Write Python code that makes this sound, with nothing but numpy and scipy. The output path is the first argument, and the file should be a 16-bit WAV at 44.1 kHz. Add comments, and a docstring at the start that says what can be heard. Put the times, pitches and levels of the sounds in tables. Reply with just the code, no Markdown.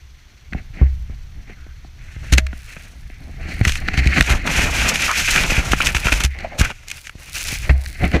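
"""Rumble and dull thumps come first, with blocks crunching: a snowboarder is carried off by a slab avalanche.
The camera worn on the body is the microphone, so everything is close and there is no echo.
Later, snow buries the case, grinds and hisses across it, packs in jerks, eases, and strikes again.
Snow is random ice grains, filtered by the free or the buried case; blows on the mount ring as decaying sines.
Fine powder hisses on the microphone port, over a faint steady hiss and electronic whine."""
import sys
import numpy as np
from scipy import signal
from scipy.fft import rfft, irfft
from scipy.io import wavfile
from scipy.ndimage import uniform_filter1d

SR = 44100
rng = np.random.default_rng(int(sys.argv[2]) if len(sys.argv) > 2 else 0)


def digitize_waveform(pressure):
    """Quantize a signal to 16-bit integers and store it at the path in sys.argv[1].

    Rows of a 2-D input are taken as channels; values are limited to [-1, 1].
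    """
    field = np.atleast_2d(pressure).T
    bounded = np.clip(field, -1, 1)
    quanta = np.round(bounded * 32767).astype(np.int16)
    wavfile.write(sys.argv[1], SR, quanta)


N = 361619
TIME = np.arange(N) / SR   # s

# Colour of dry powder and ice crystals at the microphone port: (frequency [Hz], relative level [dB])
POWDER_COLOUR = [(4000, 4.5), (7000, -1.5), (10000, 1), (13000, -7), (15500, -5.5)]
# Hardness is 0 for packed snow, below 0 for soft and dull, above 0 for icy and bright.
# Bass and treble lie this far under the middle at hardness 0:
SLIDE_FOCUS_DB, KNOCK_FOCUS_DB, CRUNCH_FOCUS_DB = 8, 12.5, 6.5


def from_db(db):
    """Decibels to gain."""
    return 10 ** (np.asarray(db) / 20)


def rms_one(x):
    """Scale to unit power."""
    return x / np.sqrt(np.mean(x ** 2) + 1e-20)


def even(x, span_s):
    """Hold the power near one over this span, keeping the finer grain."""
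    power = np.abs(uniform_filter1d(x ** 2, int(span_s * SR) + 1))
    return x / np.sqrt(power + 1e-12)


def in_time(rows):
    """One curve per column, joined by straight lines."""
    s, *columns = np.transpose(rows)
    return [np.interp(TIME, s, column) for column in columns]


def drift(rate):
    """Slow random wandering with rms 1, through two random points per cycle of the rate in Hz."""
    knots = rng.standard_normal(N // 8)
    return rms_one(np.interp(TIME * rate * 2, np.arange(len(knots)), knots))


def gust(start, length, rise_s, fall_s):
    """Rise, hold and die away."""
    t = TIME - start
    return np.clip(t / rise_s, 0, 1) * np.exp(-np.clip((t - length) / fall_s, 0, 20))


def swell(s, length, rise, fall):
    """Pressure builds quickly, sags while the block gives way, and lets go."""
    out, start = np.zeros(N), int(s * SR)
    t = TIME[:min(N - start, SR // 4)]
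    release = np.maximum(t - length * 0.72, 0) / fall
    out[start:start + len(t)] = np.minimum(t / rise, 1) * np.exp(-.5 * t / length - release)
    return out


def ring(s, hz, t60):
    """A mode struck at time s: a sine that falls 60 dB in t60 seconds."""
    out, start = np.zeros(N), int(s * SR)
    t = TIME[:min(N - start, SR)]
    out[start:start + len(t)] = np.sin(2 * np.pi * hz * t) * np.exp(-np.log(1000) * t / t60)
    return out


def press(strikes, contact_s):
    """Each strike becomes a push that peaks after the contact time and then relaxes."""
    keep = np.exp(-1 / (contact_s * SR))
    return signal.lfilter([np.e * (1 - keep)], [1, -2 * keep, keep ** 2], strikes + 1e-18)


def grains(per_s, spread_db):
    """Ice grains snapping at random: many small, a few large."""
    sizes = from_db(spread_db * np.minimum(rng.exponential(1, N), 5))
    signs = rng.choice([-1, 1], N)
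    snaps = rng.random(N) < per_s / SR
    return rms_one(sizes * signs * snaps)


def colour(x, spectrum, low_hz=5, high_hz=20000, size=8192):
    """Causal minimum-phase filter with this spectrum between two edges; white noise keeps its power."""
    hz = np.maximum(np.arange(size // 2 + 1) * SR / size, 1)
    points = np.array(spectrum)
    gain = from_db(np.interp(np.log(hz), np.log(points[:, 0]), points[:, 1]))
    gain = rms_one(gain / np.sqrt((1 + (low_hz / hz) ** 10) * (1 + (hz / high_hz) ** 10)))
    # folding the cepstrum gives the minimum phase
    cepstrum = irfft(np.log(gain + 1e-6))
    cepstrum[1:size // 2] *= 2
    cepstrum[size // 2 + 1:] = 0
    return signal.oaconvolve(x, irfft(np.exp(rfft(cepstrum))))[:N]


def three_bands(drives, spectrum, churn_hz=150, grind_hz=1200, hiss_hz=3500):
    """Dull, middle and bright parts of one spectrum, each with its own drive."""
    edges = [churn_hz, grind_hz, hiss_hz, SR / 2]
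    return sum(colour(x, spectrum, low, high) for x, low, high in zip(drives, edges, edges[1:]))


def resonance(x, hz, width_hz):
    """One resonance with gain 1 on top."""
    return signal.lfilter(*signal.iirpeak(hz, hz / width_hz, fs=SR), x + 1e-18)


def touch(level_db, hardness, focus_db):
    """Gains of the dull, middle and bright parts: the harder the snow, the higher its emphasis."""
    loss_db = focus_db * (np.array([[-1], [0], [1]]) - hardness) ** 2
    return from_db(level_db - loss_db + loss_db.min(axis=0))


def cover():
    """Share of the case that lies under snow, heaping up steadily and sliding off fast."""
    # Snow lying on the case: (from [s], until [s], share covered [0-1])
    burials = [(2.007, 2.417, 0.42), (2.5, 2.953, .6), (3.623, 3.773, 0.94), (3.905, 4.21, 0),
               (4.175, 4.38, 0.88), (4.443, 6.27, 0.99), (6.544, 7.1, 1), (7.146, 7.665, 1)]
    settle_s, shed_s = 0.055, 0.0046
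    heaps = sum(share * gust(start, end - start, settle_s, shed_s) for start, end, share in burials)
    return np.clip(heaps, 0, 1)


def on_case(drives):
    """Three drives sound through the case, whose colour changes as snow covers it."""
    # Colour of snow on the free case: (frequency [Hz], relative level [dB])
    free_colour = [(140, 5), (280, -2), (500, -15), (750, -8), (950, -24), (1550, -10), (2100, -3.5),
                   (2700, -11.5), (3500, -27), (4300, -18), (5000, -28.5), (6200, -27), (9000, -39),
                   (15500, -49.5)]
    # Colour of snow on the buried case: (frequency [Hz], relative level [dB])
    buried_colour = [(140, -3.5), (400, -13), (800, -10.5), (1100, -13.5), (1400, -3.5), (1850, -2.5),
                     (2450, 5), (3050, -3.5), (4000, -10.5), (4750, -10.5), (6200, -5.5), (8500, -15),
                     (12200, -20), (15500, -33)]
    buried = cover()
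    free_part = three_bands(drives * np.sqrt(1 - buried), free_colour)
    return free_part + three_bands(drives * np.sqrt(buried), buried_colour)


def background():
    """Steady hiss of filtered noise, with a thin whine of sines from the camera's electronics."""
    # Colour of the hiss: (frequency [Hz], relative level [dB])
    hiss_colour = [(150, 2), (300, 0.5), (550, -4.5), (1100, -3), (1500, 0), (2100, -6.5), (3600, -1.5),
                   (4400, -22.5), (5050, -8.5), (6000, -2.5), (7300, -19), (15500, -22)]
    # Faint steady whine: (frequency [Hz], rms level [dB])
    whine_tones = [(11719, -77), (14626, -80)]
    hiss = from_db(-56.5) * colour(rng.standard_normal(N), hiss_colour, 125)
    whine = sum(from_db(level_db) * np.sqrt(2) * np.sin(2 * np.pi * hz * TIME)
                for hz, level_db in whine_tones)
    return hiss + whine


def powder():
    """Puffs of tiny dry grains sift across the microphone port, almost all treble."""
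    # Puffs of fine powder: (start [s], length [s], level [dB])
    puff_rows = [(2.505, .33, -53), (2.85, 0.6, -63), (3.48, 0.32, -50), (5.74, 0.45, -38.5),
                 (6.905, 0.098, -42.5), (7.18, 0.503, -45.5), (7.76, 0.34, -45), (7.308, .24, -34.5)]
    rise_s, fall_s = 0.053, 0.05
    puffs = sum(from_db(level_db) * gust(s, length, rise_s, fall_s) for s, length, level_db in puff_rows)
    return puffs * colour(grains(3400, 6.5), POWDER_COLOUR, 3700)


def rumble(shove, lump_db=-1.5, shove_rumble_db=5):
    """Lumpy low pressure on the case, from air buffeting the tumbling rider and from every shove."""
    # Buffeting of the air: (time [s], level [dB])
    buffeting = [(0, -39), (.35, -47), (.55, -34.5), (.98, -28.5), (1.5, -36), (2.1, -36), (2.38, -22.5),
                 (2.62, -38), (3.3, -31.5), (3.6, -24.5), (4.18, -23.5), (5.07, -35.5), (5.5, -21),
                 (6.2, -33.5), (6.4, -35.5), (7.15, -48), (7.6, -25.5), (8.2, -38)]
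    # Colour of the rumble: (frequency [Hz], relative level [dB])
    low_colour = [(10, -21), (22, 9.5), (40, -1.5), (64, 6), (85, -4), (135, -8), (200, -22), (400, -61)]
    level_db, = in_time(buffeting)
    # shove rumble is set relative to the dull part of the shove
    pressure = np.hypot(from_db(level_db), from_db(shove_rumble_db) * shove[0])
    lumps = from_db(lump_db * drift(5.4))
    return pressure * lumps * even(colour(grains(1200, 3.2), low_colour), .15)


def shoves():
    """Dull, middle and bright pressure of passing snow masses; soft ones swell and fade more slowly."""
    # Masses shoving across the case: (start [s], length [s], level [dB], hardness [-])
    masses = [(0.533, 0.052, -42, -0.44), (0.724, 0.12, -38, -0.76), (1.072, 0.055, -51.5, -0.53),
              (1.464, 0.051, -45, -0.46), (1.974, 0.82, -56.5, -0.19), (2.227, 0.15, -44.5, -0.12),
              (2.533, 0.044, -57, -0.35), (2.655, 0.2, -47.5, 0.13), (3.356, .05, -36.5, -1.04),
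              (3.483, 0.046, -40, 0.42), (3.628, 0.15, -38, 0.48), (3.957, 0.047, -25.5, -0.23),
              (4.036, .17, -31, -0.17), (4.26, 0.081, -25, -0.66), (4.452, 0.13, -23.5, 0),
              (4.547, 0.1, -19, -0.078), (4.625, 0.046, -23, -0.91), (4.732, .16, -21, -0.031),
              (4.93, 0.019, -26, 0.15), (4.994, 0.072, -23, 0.29), (5.147, 0.078, -23, 0.22),
              (5.267, 0.16, -22, 0.073), (5.333, 0.04, -28.5, -0.43), (5.482, .11, -23, -.05),
              (5.752, 0.12, -35, 0.33), (5.969, .28, -31.5, -0.04), (5.819, 0.083, -25, -0.2),
              (6.136, 0.027, -24.5, 0.14), (6.375, 0.076, -36, -0.39), (6.488, 0.059, -40.5, -0.39),
              (6.575, 0.096, -27, -0.13), (6.863, 0.12, -42, 0.23), (7.033, 0.045, -46, 0.46),
              (7.171, 0.14, -46.5, 0.13), (7.334, .09, -32, 0.45), (7.442, .12, -34, .5),
              (7.593, 0.089, -42, -0.9), (7.987, 0.068, -26.5, -0.62), (8.098, 0.054, -28.5, -0.75)]
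    rise_s, fall_s = 0.019, 0.014   # at hardness 0
    soft_slowing = 1.45   # doublings of rise and fall time per unit of softness
    power = 0
    for s, length, level_db, hardness in masses:
        slow = 2 ** (-soft_slowing * hardness)
        passing = gust(s, length, slow * rise_s, slow * fall_s)
        power = power + (touch(level_db, hardness, SLIDE_FOCUS_DB) * passing) ** 2
    return np.sqrt(power)


def drag(uneven_db=1.5, churn_db=5.0, spray_db=-60):
    """Steady flow, uneven most of all in its dull part, turns brighter once it packs onto the case."""
    # Drag of the moving snow on the case: (time [s], level [dB])
    flow_rows = [(0, -61.5), (1.9, -57.5), (2.3, -47), (2.42, -52.5), (3.28, -53.5), (3.55, -35.5),
                 (3.84, -40.5), (4.15, -22.5), (4.41, -37.5), (4.55, -27.5), (5.4, -21.5), (5.7, -31.5),
                 (6.25, -50), (6.28, -45), (6.8, -50), (7.14, -57), (7.55, -33.5), (7.8, -44.5),
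                 (8.2, -36.5)]
    free_hardness, buried_hardness = -0.2, 0.18
    level_db, = in_time(flow_rows)
    hardness = free_hardness + (buried_hardness - free_hardness) * cover()
    dull, middle, bright = touch(level_db + uneven_db * drift(8.3), hardness, SLIDE_FOCUS_DB)
    churned = dull * from_db(churn_db * drift(7.6))
    # airborne spray sets a floor under the bright part
    return np.array([churned, middle, np.hypot(bright, from_db(spray_db))])


def lumpiness(lumps_per_s=48, contact_s=0.002, lump_db=-4):
    """Small lumps tumble past at random; each briefly raises the dull, middle or bright part."""
    hits = rng.random((3, N)) < lumps_per_s / SR
    sizes = from_db(lump_db) * np.minimum(rng.exponential(1, (3, N)), 3)   # relative to the shove
    return np.hypot(1, press(hits * sizes, contact_s))


def clods(low_hz, high_hz, surge_db, sharpness, count=12):
    """Clods scrape by as resonances driven by shared-out grains; each comes and goes at its own pitch."""
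    friction, dealt = grains(5000, 1.9), rng.integers(0, count, N)
    total = 0
    for k, hz in enumerate(np.geomspace(low_hz, high_hz, count)):
        scrape = resonance(friction * (dealt == k), hz, hz / sharpness)
        surge = from_db(surge_db * np.minimum(drift(22), 2))
        total = total + scrape * surge / np.sqrt(hz)
    return rms_one(total)


def sliding_snow(shove, slip_db=0.38, patchy_db=2.2, clod_db=-8.5, grit_db=-8, crystal_db=-14):
    """Grains grind and spray on the case; where it is buried, they also jerk and clods scrape past."""
    buried = cover()
    slips = slip_db * drift(70) * buried
    levels = np.hypot(drag(), shove * lumpiness())
    drives = [level * grains(12000, 2.5) * from_db(slips + patchy_db * drift(45)) for level in levels]
    grinding = on_case(np.array(drives))
    scraping = from_db(clod_db) * levels[1] * clods(1510, 2710, surge_db=6.0, sharpness=8.1)
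    grit = from_db(grit_db) * levels[2] * clods(3900, 5450, surge_db=-1.5, sharpness=5.6)
    # single ice crystals spit on the microphone port
    crystals = from_db(crystal_db) * shove[2] * colour(grains(160, 4.1), POWDER_COLOUR, 1900)
    return grinding + crystals + buried * (scraping + grit)


def rubs():
    """Snow rubs hollow notes out of the case: friction excites one resonance per rub."""
    # Rubs: (start [s], length [s], resonance [Hz], width [Hz], level [dB])
    rub_rows = [(1.566, 0.22, 1500, 200, -54), (5.077, 0.055, 1300, 605, -15),
                (5.809, 0.015, 2650, 400, -15.5), (6.079, 0.018, 1440, 300, -16),
                (6.305, 0.14, 2100, 450, -38.5), (6.345, 0.204, 690, 197, -44),
                (6.443, 0.014, 646, 148, -20), (6.509, 0.11, 620, 150, -35), (6.606, 0.015, 1530, 400, -15),
                (6.644, 0.017, 1520, 300, -19), (7.697, 0.21, 655, 200, -44.5),
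                (8.035, 0.021, 2280, 497, -19.5), (8.139, 0.043, 300, 200, -14.5),
                (2.32, 0.029, 248, 200, -21.5), (0.811, 0.018, 252, 160, -21.5),
                (8.15, 0.022, 2300, 700, -23)]
    friction = grains(6000, 4.5)
    total = 0
    for s, length, hz, width, level_db in rub_rows:
        note = resonance(resonance(friction, hz, width), hz, 3 * width)
        total = total + from_db(level_db) * swell(s, length, rise=0.008, fall=0.011) * even(note, 2 * length)
    return total


def gear():
    """Struck pieces of gear ring as decaying sines: a faint note, then two hollow clacks."""
    # Strikes on gear: (time [s], frequency [Hz], level [dB], t60 [s])
    gear_rows = [(2.381, 634, -33, .32), (5.734, 1350, -5, .014), (5.804, 1400, -4, .018)]
    return sum(from_db(level_db) * ring(s, hz, t60) for s, hz, level_db, t60 in gear_rows)


def knocks(crush_s=0.0012):
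    """Each lump, soft or icy, is pressed onto the case and shatters within a few milliseconds."""
    # Lumps ticking on the case: (time [s], level [dB], hardness [-])
    lump_rows = [(.524, -25, -0.75), (.532, -24.5, -0.16), (.547, -19.5, -1.8), (1.103, -40, -1.3),
                 (1.664, -33, -1.16), (1.846, -34, -6.5), (2.381, -17, 0.23), (2.466, -23.5, .3),
                 (2.529, -24.5, -0.8), (2.765, -29.5, -.55), (3.099, -34, -0.54), (3.341, -38, -1),
                 (3.612, -20, -0.19), (3.65, -11, 0.14), (3.68, -20, -0.19), (3.72, -21, .6),
                 (3.754, -18.5, 0.14), (3.884, -9, -0.24), (3.975, -17, -.1), (4.056, -22, 0.25),
                 (4.072, -17.5, 0.36), (4.208, -1.5, -0.053), (4.224, -21, .4), (4.474, -10.5, -0.19),
                 (4.956, -7.5, -0.016), (5.113, -20, 3), (5.36, -5.5, -0.031), (5.435, -10.5, -0.058),
                 (5.518, -13, -1.8), (5.733, -9, -.6), (5.806, -13.5, -0.1), (5.869, -8.5, 0.26),
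                 (5.947, -12.5, -0.26), (6.069, -11, -0.4), (6.121, -12.5, -0.079), (6.387, -29.5, 0.34),
                 (6.405, -37, 0.5), (6.613, -14, 0.46), (6.883, -26.5, 1.1), (6.901, -27.5, 0.6),
                 (6.914, -22, 0.5), (7.069, -26, 0.2), (7.094, -25.5, 0.013), (7.378, -28, .5),
                 (7.409, -25, 0.21), (7.449, -27, 1), (7.485, -21.5, 0.55), (7.529, -27, -.2),
                 (7.694, -9.5, -0.46), (7.86, -25, 0.28), (8.043, -21, -1.8), (8.115, -27, 0.31),
                 (8.141, -8, -2), (8.161, -17, -1.5)]
    strikes = np.zeros((3, N))
    for s, level_db, hardness in lump_rows:
        strikes[:, int(s * SR)] = touch(level_db, hardness, KNOCK_FOCUS_DB)[:, 0]
    return on_case(press(strikes, crush_s) * even(grains(16000, 2.76), 0.0078))


def crunches(slip_db=3.0):
    """A block crushed on the case is a short, uneven shower of fractures that sags after its quick rise."""
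    # Crushed blocks: (time [s], length [s], level [dB], hardness [-])
    block_rows = [(0.55, 0.067, -51, -2), (0.809, .019, -25, -2), (2.32, .026, -17, 0.55),
                  (2.374, .012, -9, 0.05), (3.644, 0.017, -23, -0.3), (3.669, 0.042, -21.5, 0.25),
                  (3.872, 0.011, -21, -0.2), (3.932, 0.019, -20.5, -0.3), (3.969, 0.032, -21, 0.14),
                  (4.157, 0.042, -14, -0.4), (4.29, 0.043, -20.5, 0.25), (4.883, 0.017, -13.5, 1.5),
                  (5.302, 0.014, -12, 4), (5.712, 0.017, -18.5, 0.3), (5.814, 0.0079, -15.5, 0.1),
                  (5.846, 0.044, -19.5, 5), (5.944, 0.043, -20, .2), (6.041, 0.072, -20.5, -0.04),
                  (6.115, 0.027, -15, 0.1), (6.198, 0.024, -20.5, 0.1), (6.231, 0.03, -19, 0.53),
                  (6.585, 0.028, -19, 7), (6.642, 0.01, -21.5, 0.5), (6.691, 0.03, -27, -0.38),
                  (7.69, 0.025, -17.5, -0.74), (8.028, 0.043, -17, -1.7), (8.128, 0.042, -23.5, -0.5)]
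    fractures = even(grains(9000, 2.7) * from_db(slip_db * drift(200)), 0.018)
    drives = sum(touch(level_db, hardness, CRUNCH_FOCUS_DB) * swell(s, length, rise=0.0083, fall=0.0081)
                 for s, length, level_db, hardness in block_rows)
    return on_case(drives * fractures)


def thumps(lowest_hz=34, order=3):
    """Heavy blows bounce the camera on its mount, a set of damped modes that yields to slower pushes."""
    # Blows: (time [s], level [dB], bounce [Hz], ring t60 [s])
    blow_rows = [(0.55, -15.5, 45, 0.045), (.815, -5, 66.3, 0.28), (1.098, -23.5, 80, 0.052),
                 (2.165, -23.5, 65.8, 0.23), (2.325, -7.5, 65.1, 0.41), (3.612, -6, 107, 0.058),
                 (3.67, -9.5, 76.5, 0.089), (3.978, -9.5, 64.8, 0.33), (4.063, -7.5, 66.7, 0.23),
                 (4.204, -3, 63, 0.036), (4.305, -9, 58, 0.17), (5.579, -11, 61.5, 0.13),
                 (5.714, -14, 53, 0.11), (5.953, -14.5, 63.6, 0.11), (6.056, -9.5, 57, 0.063),
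                 (6.122, -13.5, 50.3, 0.29), (6.245, -13, 67.2, 0.24), (6.594, -14, 70, 0.092),
                 (6.611, 1, 64, 0.023), (7.154, -20.5, 69.5, 0.014), (7.527, -15.5, 120, 0.012),
                 (7.696, -6, 66.6, 0.31), (8.030, -13, 69, 0.28), (8.141, -11, 70, 0.19)]
    # Modes of the mount: (multiple of the bounce [-], relative level [dB], share of the ring time [-])
    mount_modes = [(1, 3, 1.12), (.99, -11.5, 1.8), (.68, -15, .45), (1.32, -5, 0.39), (1.95, -6, 0.6),
                   (4.3, -18.5, 0.17)]
    bounce = -sum(from_db(blow_db + mode_db) * ring(s, hz * multiple, t60 * share)
                  for s, blow_db, hz, t60 in blow_rows for multiple, mode_db, share in mount_modes)
    high_pass = signal.butter(order, lowest_hz, "high", fs=SR, output="sos")
    return signal.sosfilt(high_pass, bounce + 1e-18)


def scene():
    """Everything but the steady background happens at the camera itself, so there is no echo."""
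    shove = shoves()
    flow = powder() + rumble(shove) + sliding_snow(shove) + rubs()
    blows = gear() + knocks() + crunches() + thumps()
    return (background() + flow + blows)[None]


def record(dry):
    """The hardest blows overload the microphone; the very bottom and the top are cut."""
    dry = signal.sosfilt(signal.butter(1, 8, "high", fs=SR, output="sos"), dry)
    limited = .95 * dry / (1 + dry ** 8) ** (1 / 8)
    cutoff_hz = 15500
    return signal.sosfilt(signal.ellip(10, .2, 70, cutoff_hz, fs=SR, output="sos"), limited)


dry = scene()
out = record(dry)
digitize_waveform(out)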